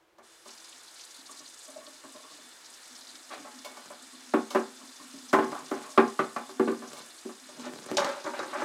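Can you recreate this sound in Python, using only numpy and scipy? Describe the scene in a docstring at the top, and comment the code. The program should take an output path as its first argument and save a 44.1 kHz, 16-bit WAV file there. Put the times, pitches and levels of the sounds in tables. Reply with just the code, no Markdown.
"""A kitchen tap is opened: its stream is band-filtered noise that hisses, spatters in short fizzing bursts
and drums on the floor of a steel sink. A knife is drawn out and a pot knocks about in the basin, then a
plastic bowl is tipped: blows ring damped modes, and drags drive resonances with stick-slip ticks.
The handled things echo in a small hard room over faint room tone; a phone on the counter hears it all."""
import sys
import numpy as np
from scipy import signal
from scipy.fft import rfft, irfft
from scipy.io import wavfile
from scipy.ndimage import uniform_filter1d

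SR = 44100
rng = np.random.default_rng(int(sys.argv[2]) if len(sys.argv) > 2 else 0)


def boost(x):
    """Linear amplitude factor 10**(x/20) for a level x in decibels (scalar or array-like)."""
    u = np.asarray(x, float) / 20
    return 10 ** u


def to_wav(s):
    """Save 16-bit WAV."""
    ch = np.atleast_2d(s).T  # columns
    pcm = np.round(np.clip(ch, -1, 1) * 32767)  # PCM
    wavfile.write(sys.argv[1], SR, pcm.astype(np.int16))


N = 381024
TIME = np.arange(N) / SR
LANDS_S = 0.468  # the jet reaches the steel
BOOM_TOP_HZ, CLANK_TOP_HZ = 480, 2000  # limits of the low and middle parts of a knock

# modes of the steel pot and basin: (frequency [Hz], relative level [dB], undamped t60 [s])
STEEL = [(229.3, -2, 0.16), (259.7, -6, 0.082), (383.8, -1.5, 0.14), (478, -11.5, 0.2), (581, 1, 0.061),
         (710, -6, 0.19), (722.6, -19.5, 0.38), (842, -11.5, 0.57), (875, -7.5, 0.067), (1019, -8.5, 0.26),
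         (1081, -8.5, 0.34), (1171, -2, 0.12), (1330, -25, 0.092), (1420, -16, 0.2), (1476, -16, 0.15),
         (1524, -40, 0.095), (1836, -36, 0.11), (2206, -21, 0.21), (2570, -33, 0.11), (2720, -49, 0.14),
         (3030, -22, 0.048)]
# spectrum of the dense small modes of the steel: (frequency [Hz], relative density [dB per Hz])
STEEL_WASH = [(71, -59), (120, -45), (217, -17), (313, -3), (383, -1), (451, -9.5), (706, -6), (939, -13),
              (1130, -7), (1600, -12), (2040, -16), (3600, -17), (3990, -15), (15600, -32)]


def level(x, db):
    """Root-mean-square scaling: bring a sound to an rms level in dB."""
    return x * boost(db) / np.sqrt(np.mean(x ** 2))


def colour(x, points):
    """Spectral shaping: multiply the spectrum by (Hz, dB) points joined on a log frequency axis."""
    hz, db = np.transpose(points)
    bins = np.maximum(np.fft.rfftfreq(len(x), 1 / SR), 1)
    gain = boost(np.interp(np.log(bins), np.log(hz), db))
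    return irfft(rfft(x) * gain, len(x))


def band(x, lo_hz, hi_hz):
    """Band limiting by a Butterworth band-pass."""
    edges = [lo_hz, min(hi_hz, SR / 2.1)]
    return signal.sosfilt(signal.butter(2, edges, "bandpass", fs=SR, output="sos"), x)


def ring(x, peaks):
    """Resonance: sum of second-order peaks (Hz, width Hz, dB) driven by one sound."""
    return sum(boost(db) * signal.lfilter(*signal.iirpeak(hz, hz / width, SR), x) for hz, width, db in peaks)


def walk(rate):
    """Slow random modulation: levels held 1 / rate s and smoothed twice, with a spread near 1."""
    hold = int(SR / rate)
    held = np.repeat(rng.standard_normal(N // hold + 1), hold)
    return 1.82 * uniform_filter1d(uniform_filter1d(held, hold), hold)[:N]


def ticks(rate, spread_db):
    """Poisson-like impulse train: random clicks of either sign, a few much larger than the rest."""
    luck = rng.random((2, N))
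    size = boost(-spread_db * np.log(luck[1] + 1 / 40))
    return (luck[0] < rate / SR) * size * rng.choice([-1, 1], N)


def step(s, rise_s):
    """Smooth onset: a tanh switch from 0 to 1 centred at time s."""
    return .5 + .5 * np.tanh((TIME - s) / rise_s)


def swell(s, rise_s, fade_s):
    """Growth and decay: Gaussian rise to 1 at time s, exponential fade after it."""
    return np.exp(-np.where(TIME < s, ((s - TIME) / rise_s) ** 2, (TIME - s) / fade_s))


def hiss():
    """Turbulence noise: half-octave bands flicker independently, coloured by resonances of air and metal."""
    # spectrum of the spray: (frequency [Hz], relative density [dB per Hz])
    spray = [(100, -24), (250, -12), (700, -2), (1400, -1), (1900, -7), (2400, -6), (3200, -3.5),
             (3500, -5), (5000, -5), (7000, -3.5), (9000, -4.5), (11500, -12.5), (15700, -24.5)]
    # air and metal resonances colouring it: (frequency [Hz], width [Hz], relative level [dB])
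    spout = [(1820, 280, 7), (2250, 88, 5), (2930, 28, 5.5), (3540, 33, 16.5), (4090, 120, 5.5),
             (4950, 33, 15.5), (5210, 27, -22), (5490, 71, -38), (6560, 19, -18), (6600, 25, 11),
             (7750, 85, 5.5)]
    jerk_s, flow_s = .185, 0.232  # valve jerks open, water leaves the spout
    valve_db, spout_db, stream_db, wander_db = -83, -58, -53, .4  # opening valve, spout alone, whole stream
    edges = 100 * 2 ** np.arange(0, 7.6, .5)
    noise = sum(boost(0.73 * walk(22)) * band(rng.standard_normal(N), lo, hi)
                for lo, hi in zip(edges, edges[1:]))
    noise = level(colour(noise + 0.5 * ring(noise, spout), spray), 0)
    landed = step(LANDS_S, .005)
    water_gain = boost(spout_db) * (1 - landed) + boost(stream_db + wander_db * walk(2.02)) * landed
    valve_gain = boost(valve_db) * step(jerk_s, .004)
    return (valve_gain + step(flow_s, 0.0097) * water_gain) * noise


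def spatter():
    """Splash noise: random impacts excite noise bursts in treble bands, first as a gush and then steadily."""
    # the loudest single splashes: (time [s], nominal peak [dB], centre frequency [Hz])
    splashes = [(0.4894, -30, 3450), (0.5753, -31, 5680), (0.643, -28, 4770), (0.7234, -30, 3540),
                (0.993, -28.5, 3730), (1.3904, -27, 5400), (1.864, -27, 4030), (3.1527, -25.5, 4370),
                (3.2904, -30, 5190), (3.5862, -26.5, 5060), (5.2945, -27, 4070), (5.66, -27.5, 5600),
                (5.9014, -26.5, 6710)]
    settles_s = 0.62  # the first gush gives way to the steady stream
    gush_db, steady_db, wander_db, spread_db = -54.5, -58.5, 1.2, 3.5
    # a splash swells for 2 ms and fizzes out within 20
    t = TIME[:1500]
    burst = (1 - np.exp(-t / .002)) * np.exp(-t / .006)
    fizzing = 0
    for lo_hz, hi_hz, db in [(3600, 4720, -3.0), (4330, 7000, -1.0), (6200, 9730, -2.5), (9000, 12000, -27)]:
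        hits = np.abs(ticks(100, spread_db))
        bursts = signal.fftconvolve(hits, burst)[:N] * rng.standard_normal(N)
        fizzing = fizzing + level(band(bursts, lo_hz, hi_hz), db)
    settled = step(settles_s, .02)
    gain = boost(gush_db) * (1 - settled) + boost(steady_db + wander_db * walk(3.1)) * settled
    out = step(LANDS_S, .005) * gain * boost(0.5 * walk(12)) * fizzing
    for s, db, hz in splashes:
        fizz = band(rng.standard_normal(len(t)), 0.76 * hz, 1.25 * hz)
        out[int(s * SR):][:len(t)] += boost(db - 12.5) * burst * fizz / np.std(fizz)
    return out


def drum():
    """Forced resonance: noise drives one low basin mode, its level rising and falling."""
    # drumming of the jet on the basin floor: (time [s], level before random wander [dB])
    drumming = [(.46, -80), (1.2, -82), (1.8, -77), (2.6, -70.5), (3.1, -68), (3.4, -60), (4.2, -62.5),
                (4.7, -58), (5.3, -65), (5.9, -62), (6.5, -57.5), (6.76, -43), (7.03, -78), (7.4, -68),
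                (7.6, -48), (7.82, -55), (8.2, -62), (8.64, -49)]
    hz, wander_db = 255, 3.0
    tone = ring(ring(rng.standard_normal(N), [(hz, 13.7, 0)]), [(hz, 90., 0)])
    s, db = np.transpose(drumming)
    gain_db = np.interp(TIME, s, db, left=-120, right=-120)  # all but silent outside the table
    return boost(gain_db + wander_db * walk(23)) * level(tone, 0)


def stream():
    """Superposition of the aerated jet's hiss, its spatter on the steel and its drumming on the floor."""
    return hiss() + spatter() + drum()


def knocks(rows, modes, wash_colour, scatter_db, dense_db, dense_t60, damp, detune):
    """Modal synthesis: each blow rings damped modes in new shares over a dense wash of small modes."""
    hz, db, t60 = np.transpose(modes)[:, :, None]
    light_damping, hard_db, extra_damping = damp
    t = TIME[:int(SR / 2)]
    fades = boost(db) * 1000. ** (-t / np.minimum(t60, .4))
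    edges = [120, BOOM_TOP_HZ, CLANK_TOP_HZ, 16000]
    out = np.zeros(N + len(t))
    for s, peak_db, boom_db, tink_db, contact_ms in rows:
        damping = light_damping + extra_damping * max(peak_db + max(boom_db, 0) - hard_db, 0)
        luck = rng.standard_normal((3, len(modes), 1))
        phase = 2 * np.pi * (hz * (1 + detune * luck[1]) * t + luck[2])
        tones = boost(scatter_db * luck[0]) * fades * np.sin(phase)
        wash = colour(rng.standard_normal(len(t)), wash_colour)
        start = int((s - .0015) * SR)  # the push begins just before it is heard
        # lows take the whole contact to build up, the treble speaks at once
        parts = zip(edges, edges[1:], (boom_db, 0, tink_db), dense_db, dense_t60, (2.5, .45, .1))
        for lo, hi, part_db, wash_db, wash_t60, lag in parts:
            pick = (hz[:, 0] >= lo) & (hz[:, 0] < hi)
            # loose things chatter against each other and roughen the ring
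            chatter = boost(2.85 * np.interp(t, t[::300], rng.standard_normal(len(t[::300]))))
            clear = level(tones[pick].sum(axis=0) * chatter, 0)
            dense = level(band(wash, lo, hi) * 1000. ** (-t / wash_t60), wash_db)
            build_up = 1 - np.exp(-t * 1000 / max(lag * contact_ms, .1))
            blow = (clear + dense) * np.exp(-max(damping, 0) * t) * build_up
            # the energy of the first 30 ms lies some dB under the peak
            out[start:start + len(t)] += boost(peak_db + part_db - 5.5) * blow / np.std(blow[:1300])
        # the bare contact adds a short bright crack in the treble
        push = np.exp(-t[:3000] * 600 / max(contact_ms, 1))
        crack = band(rng.standard_normal(3000) * push, 2340, 6700)
        out[start:start + len(crack)] += boost(peak_db + tink_db - 6.5) * crack / np.std(crack[:600])
    return out[:N]


def steel_knocks():
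    """Free vibration of struck steel: pot and basin ring together, damped by hand and water."""
    # knocks: (time [s], nominal clank peak [dB], boom against it [dB], tink against it [dB], contact [ms])
    blows = [(0.184, -48.5, -9, -14.5, 11), (0.457, -47.5, -3, -7, 4.1), (1.295, -55.5, -3, -13, 5.3),
             (2.037, -47.5, -5, -23, 2.7), (3.304, -43, -12.5, -28, 19), (3.448, -41.5, -15, -26, 20),
             (3.648, -39, -20, -2, 11), (3.771, -42.5, -11, -7, 1.6), (3.904, -40.5, -13.5, -25, 4.6),
             (4.338, -19, 2.5, -24, 2.7), (4.506, -37.5, -20, -2, 16), (4.549, -18, 0.5, -24, 11),
             (5.331, -13, -3, -21, 10.4), (5.388, -22, 2, -24, 1.5), (5.425, -30, -1.5, -26, 4.9),
             (5.519, -31.5, -4.5, -19, 2.9), (5.549, -34.5, -14, -15, 7.5), (5.715, -27.5, 2, -18, 0.71),
             (5.977, -11, 0, -28, 3.4), (6.193, -19.5, -2.5, -29, 1.9), (6.364, -26.5, -7, -22, 1.2),
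             (6.493, -41.5, -0.5, -11, 2), (6.597, -24, 8.5, -23, 3), (6.676, -28, 7.5, -32, 3.5),
             (6.719, -38.5, 4.5, -12.5, 1.3), (6.82, -39, -2, -27, 10), (6.933, -44, -13, -3, 2),
             (6.968, -45.5, -9, -1.5, 31), (7.251, -49.5, 17.5, -14, 3), (7.291, -43.5, -16, -24, 10)]
    wash_db, wash_t60_s = (-1.5, 0, 6.5), (0.097, 0.18, 0.11)  # boom, clank, tink; dB against the modes
    damping = (5.7, -34.5, 1)  # light knock [1/s]; above this level [dB] more is added [1/s per dB]
    # the last number is the relative spread of mode pitch from blow to blow, as grip and tilt change
    return knocks(blows, STEEL, STEEL_WASH, 3.0, wash_db, wash_t60_s, damping, .008)


def pot():
    """Free vibration of a shell: the lifted pot's wall gives clear high pings when tapped."""
    # modes of the wall: (frequency [Hz], level before scatter [dB], t60 [s])
    wall = [(2230, -14, .1), (3550, 0, .2), (4400, -12, .15), (4950, -10, .1)]
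    # taps: (time [s], nominal peak [dB])
    taps = [(3.6474, -46), (3.712, -53), (4.337, -50), (4.5271, -48), (4.5544, -68)]
    t, out = TIME[:int(SR / 2)], np.zeros(N)
    for s, peak_db in taps:
        ping = 0
        for hz, db, t60 in wall:
            louder, sharper = rng.standard_normal(2)
            tone = np.sin(2 * np.pi * hz * (1 + 0.0041 * sharper) * t)
            ping = ping + boost(db + 4.2 * louder) * tone * 1000. ** (-t / t60)
        out[int(s * SR):][:len(t)] += boost(peak_db - 0.5) * ping * (1 - np.exp(-t / 0.00084))
    return out


def bowl_knocks():
    """Free vibration of struck plastic: the tipped bowl's modes vary more in pitch than the steel's."""
    # modes of the bowl: (frequency [Hz], relative level [dB], undamped t60 [s])
    bowl = [(372.6, -10, 0.12), (556, 6, 0.072), (856, -7.5, 0.49), (1160, -5, 0.17), (1496, -13.5, 0.1),
            (2170, -24, 0.08), (2680, -41, 0.48), (3400, -26, 0.23), (3800, -34, 0.29), (3857, -11, 0.084),
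            (4350, -34, .3), (4860, -31, 0.069), (5680, -22, 0.18), (6200, -26, .3), (6180, -30, 0.26),
            (6390, -12, 0.05), (7740, -19.5, 0.14), (7350, -28, 0.063)]
    # spectrum of its dense small modes: (frequency [Hz], relative density [dB per Hz])
    bowl_wash = [(71, -56), (120, -25.5), (391, -1), (433, -31), (553, 0), (678, -13), (848, -4.5),
                 (1440, -7), (2650, -12), (5760, -20), (15600, -56)]
    # knocks: (time [s], nominal clank peak [dB], boom against it [dB], tink against it [dB], contact [ms])
    blows = [(7.49, -45.5, -10, -4.5, 3), (7.597, -45, -11, -1.5, 4), (7.643, -47, -16, -8, 5.4),
             (7.664, -36.5, -1.5, -15, 2.8), (7.887, -39, -12, -12, 4), (7.901, -38, 2.5, -11.5, 2.6),
             (7.918, -51.5, 18.5, -16, 5.2), (7.971, -24.5, -16, 0.5, 4.8), (7.983, -21, -29, -13, 0.9),
             (8.018, -25.5, -35, -37, 7.1), (8.047, -26, -8.5, -8.5, 2.5), (8.064, -29.5, -25, -20, 3.3),
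             (8.091, -31, -22, -12, 7.1), (8.133, -38, -25, -17, 4), (8.169, -38, -15, -17, 4),
             (8.243, -35, -2, -11, 7.5), (8.262, -29, -16, -17.5, 4), (8.335, -33, -21, -19, 7.9),
             (8.393, -27, -9.5, -13.5, 2.5), (8.429, -36, -12, -20, 5.1), (8.532, -32.5, -18, -35, 2.9),
             (8.549, -29.5, -8.5, -44, 7.4), (8.599, -32, -26, -40, 4), (8.619, -26.5, -3, -19, 12)]
    wash_db, wash_t60_s = (5, 2, 4.5), (0.23, 0.17, 0.25)  # boom, clank, tink; dB against the modes
    damping = (6, -29, 2.5)  # light knock [1/s]; above this level [dB] more is added [1/s per dB]
    return knocks(blows, bowl, bowl_wash, 4.0, wash_db, wash_t60_s, damping, .05)


def rubs():
    """Stick-slip friction: irregular ticks of things dragged over the steel drive its resonances."""
    # drags: (loudest at [s], swell [s], fade [s], rub level [dB], low rumble against it [dB])
    drags = [(3.342, 0.037, 0.059, -46.5, -19), (3.47, .05, 0.034, -63, -14),
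             (3.72, 0.056, 0.089, -55.5, -16), (3.86, 0.036, .1, -61, -4), (5.52, .1, 0.066, -58.5, 13),
             (5.83, 0.13, .07, -48.5, -7), (6.9, 0.066, 0.12, -51.5, -1.5), (7.602, 0.046, 0.27, -48.5, 1),
             (7.93, 0.045, 0.057, -60.5, 19.5), (8.072, 0.064, 0.055, -37, -16),
             (8.19, .05, 0.06, -52, -25), (8.356, 0.065, 0.25, -46.5, -14), (8.55, 0.087, 0.36, -49, -17)]
    grit = level(ticks(460, 13.0), 0) + 0.48 * rng.standard_normal(N)
    plate = [(hz, 3.5 / min(t60, .3) + 40, db / 2) for hz, db, t60 in STEEL]
    dense = colour(rng.standard_normal(N) * boost(2.9 * walk(40)), STEEL_WASH)
    dense = band(dense, BOOM_TOP_HZ, 3440)
    clank = level(ring(grit, [p for p in plate if p[0] > BOOM_TOP_HZ]), -10.0) + level(dense, -1.0)
    rumble = level(ring(grit, [p for p in plate if p[0] < BOOM_TOP_HZ]), 0)
    out = np.zeros(N)
    for s, rise_s, fade_s, rub_db, rumble_db in drags:
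        out = out + boost(rub_db) * swell(s, rise_s, fade_s) * (clank + boost(rumble_db) * rumble)
    return out


def nudges():
    """Resonant filtering: soft nudges, as knife and pot are moved, set three basin resonances humming."""
    # basin resonances, low to high: (frequency [Hz], width [Hz])
    resonances = [(268, 25), (618, 35), (1100, 60)]
    # nudges: (time [s], low hum level [dB], middle hum level [dB], high hum level [dB])
    pushes = [(1.184, -62, -78, -71), (1.291, -63, -67, -50), (1.40, -57.5, -64, -57.5),
              (1.679, -57, -53, -58), (1.761, -53.5, -47.5, -64), (1.81, -68, -69, -56),
              (1.872, -58, -55, -59), (2.039, -52.5, -57, -53), (2.148, -50.5, -51.5, -52),
              (2.241, -69, -59, -54), (2.31, -56, -68, -61), (2.38, -56.5, -64, -67),
              (3.14, -56.5, -78, -68), (3.39, -48.5, -70, -68), (4.13, -57, -75, -60),
              (4.81, -53.5, -61, -53), (4.996, -51, -64, -51.5), (5.139, -46.5, -62, -67),
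              (5.545, -62, -65, -38), (5.575, -56, -62, -44), (5.61, -51, -66, -64),
              (5.839, -61, -58, -42.5), (5.88, -63, -59, -59)]
    rise_s, fade_s = 0.0088, 0.028
    hums = np.array([level(ring(rng.standard_normal(N), [(hz, width, 0)]), 0) for hz, width in resonances])
    return sum(swell(s + rise_s, rise_s, fade_s) * (boost(np.array(db)) @ hums) for s, *db in pushes)


def echo(x):
    """Reverberation: tiled walls and cupboards add a short decaying wash, duller at its end."""
    t60_s, echo_db = 0.28, -6
    t = TIME[:int(SR / 2)]
    noise = rng.standard_normal(len(t)) * np.minimum(t / 0.0044, 1)
    low = band(noise, 100, 3030) * 1000. ** (-t / t60_s)
    high = band(noise, 1760, 15500) * 1000. ** (-t / (0.79 * t60_s))
    tail = low + high
    return x + boost(echo_db) * signal.fftconvolve(x, tail / np.linalg.norm(tail))[:N]


def room_tone():
    """Stationary background noise: random noise shaped to a fixed spectrum."""
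    # spectrum of the quiet room: (frequency [Hz], relative density [dB per Hz])
    quiet = [(24, -59), (40, -31), (139, -31), (260, -47), (326, 3.5), (360, -7), (564, -9.5), (761, -10.5),
             (1250, -12.5), (15600, -36.5)]
    return level(colour(rng.standard_normal(N), quiet), -66)


def scene():
    """Superposition: the direct stream, the echoing handled things and the quiet room tone."""
    handled = steel_knocks() + pot() + bowl_knocks() + rubs() + nudges()
    return (stream() + echo(handled) + room_tone())[None]


def band_limit(x):
    """A steep low-pass at the top of the band."""
    return signal.sosfilt(signal.butter(12, 15770, fs=SR, output="sos"), x)


def record(dry):
    """Linear filtering and saturation: the phone's microphone cuts the bass and rounds the loudest peaks."""
    # steep loss under 200 Hz, down to a shelf
    cut = signal.sosfilt(signal.butter(4, 200., "highpass", fs=SR, output="sos"), dry)
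    deep = signal.sosfilt(signal.butter(2, [80., 170.], "bandpass", fs=SR, output="sos"), dry)
    own_rumble = level(band(rng.standard_normal(N), 30, 270), -83.0)
    mix = np.tanh(cut + boost(-3) * deep + own_rumble)
    return band_limit(mix)


dry = scene()
out = record(dry)
to_wav(out)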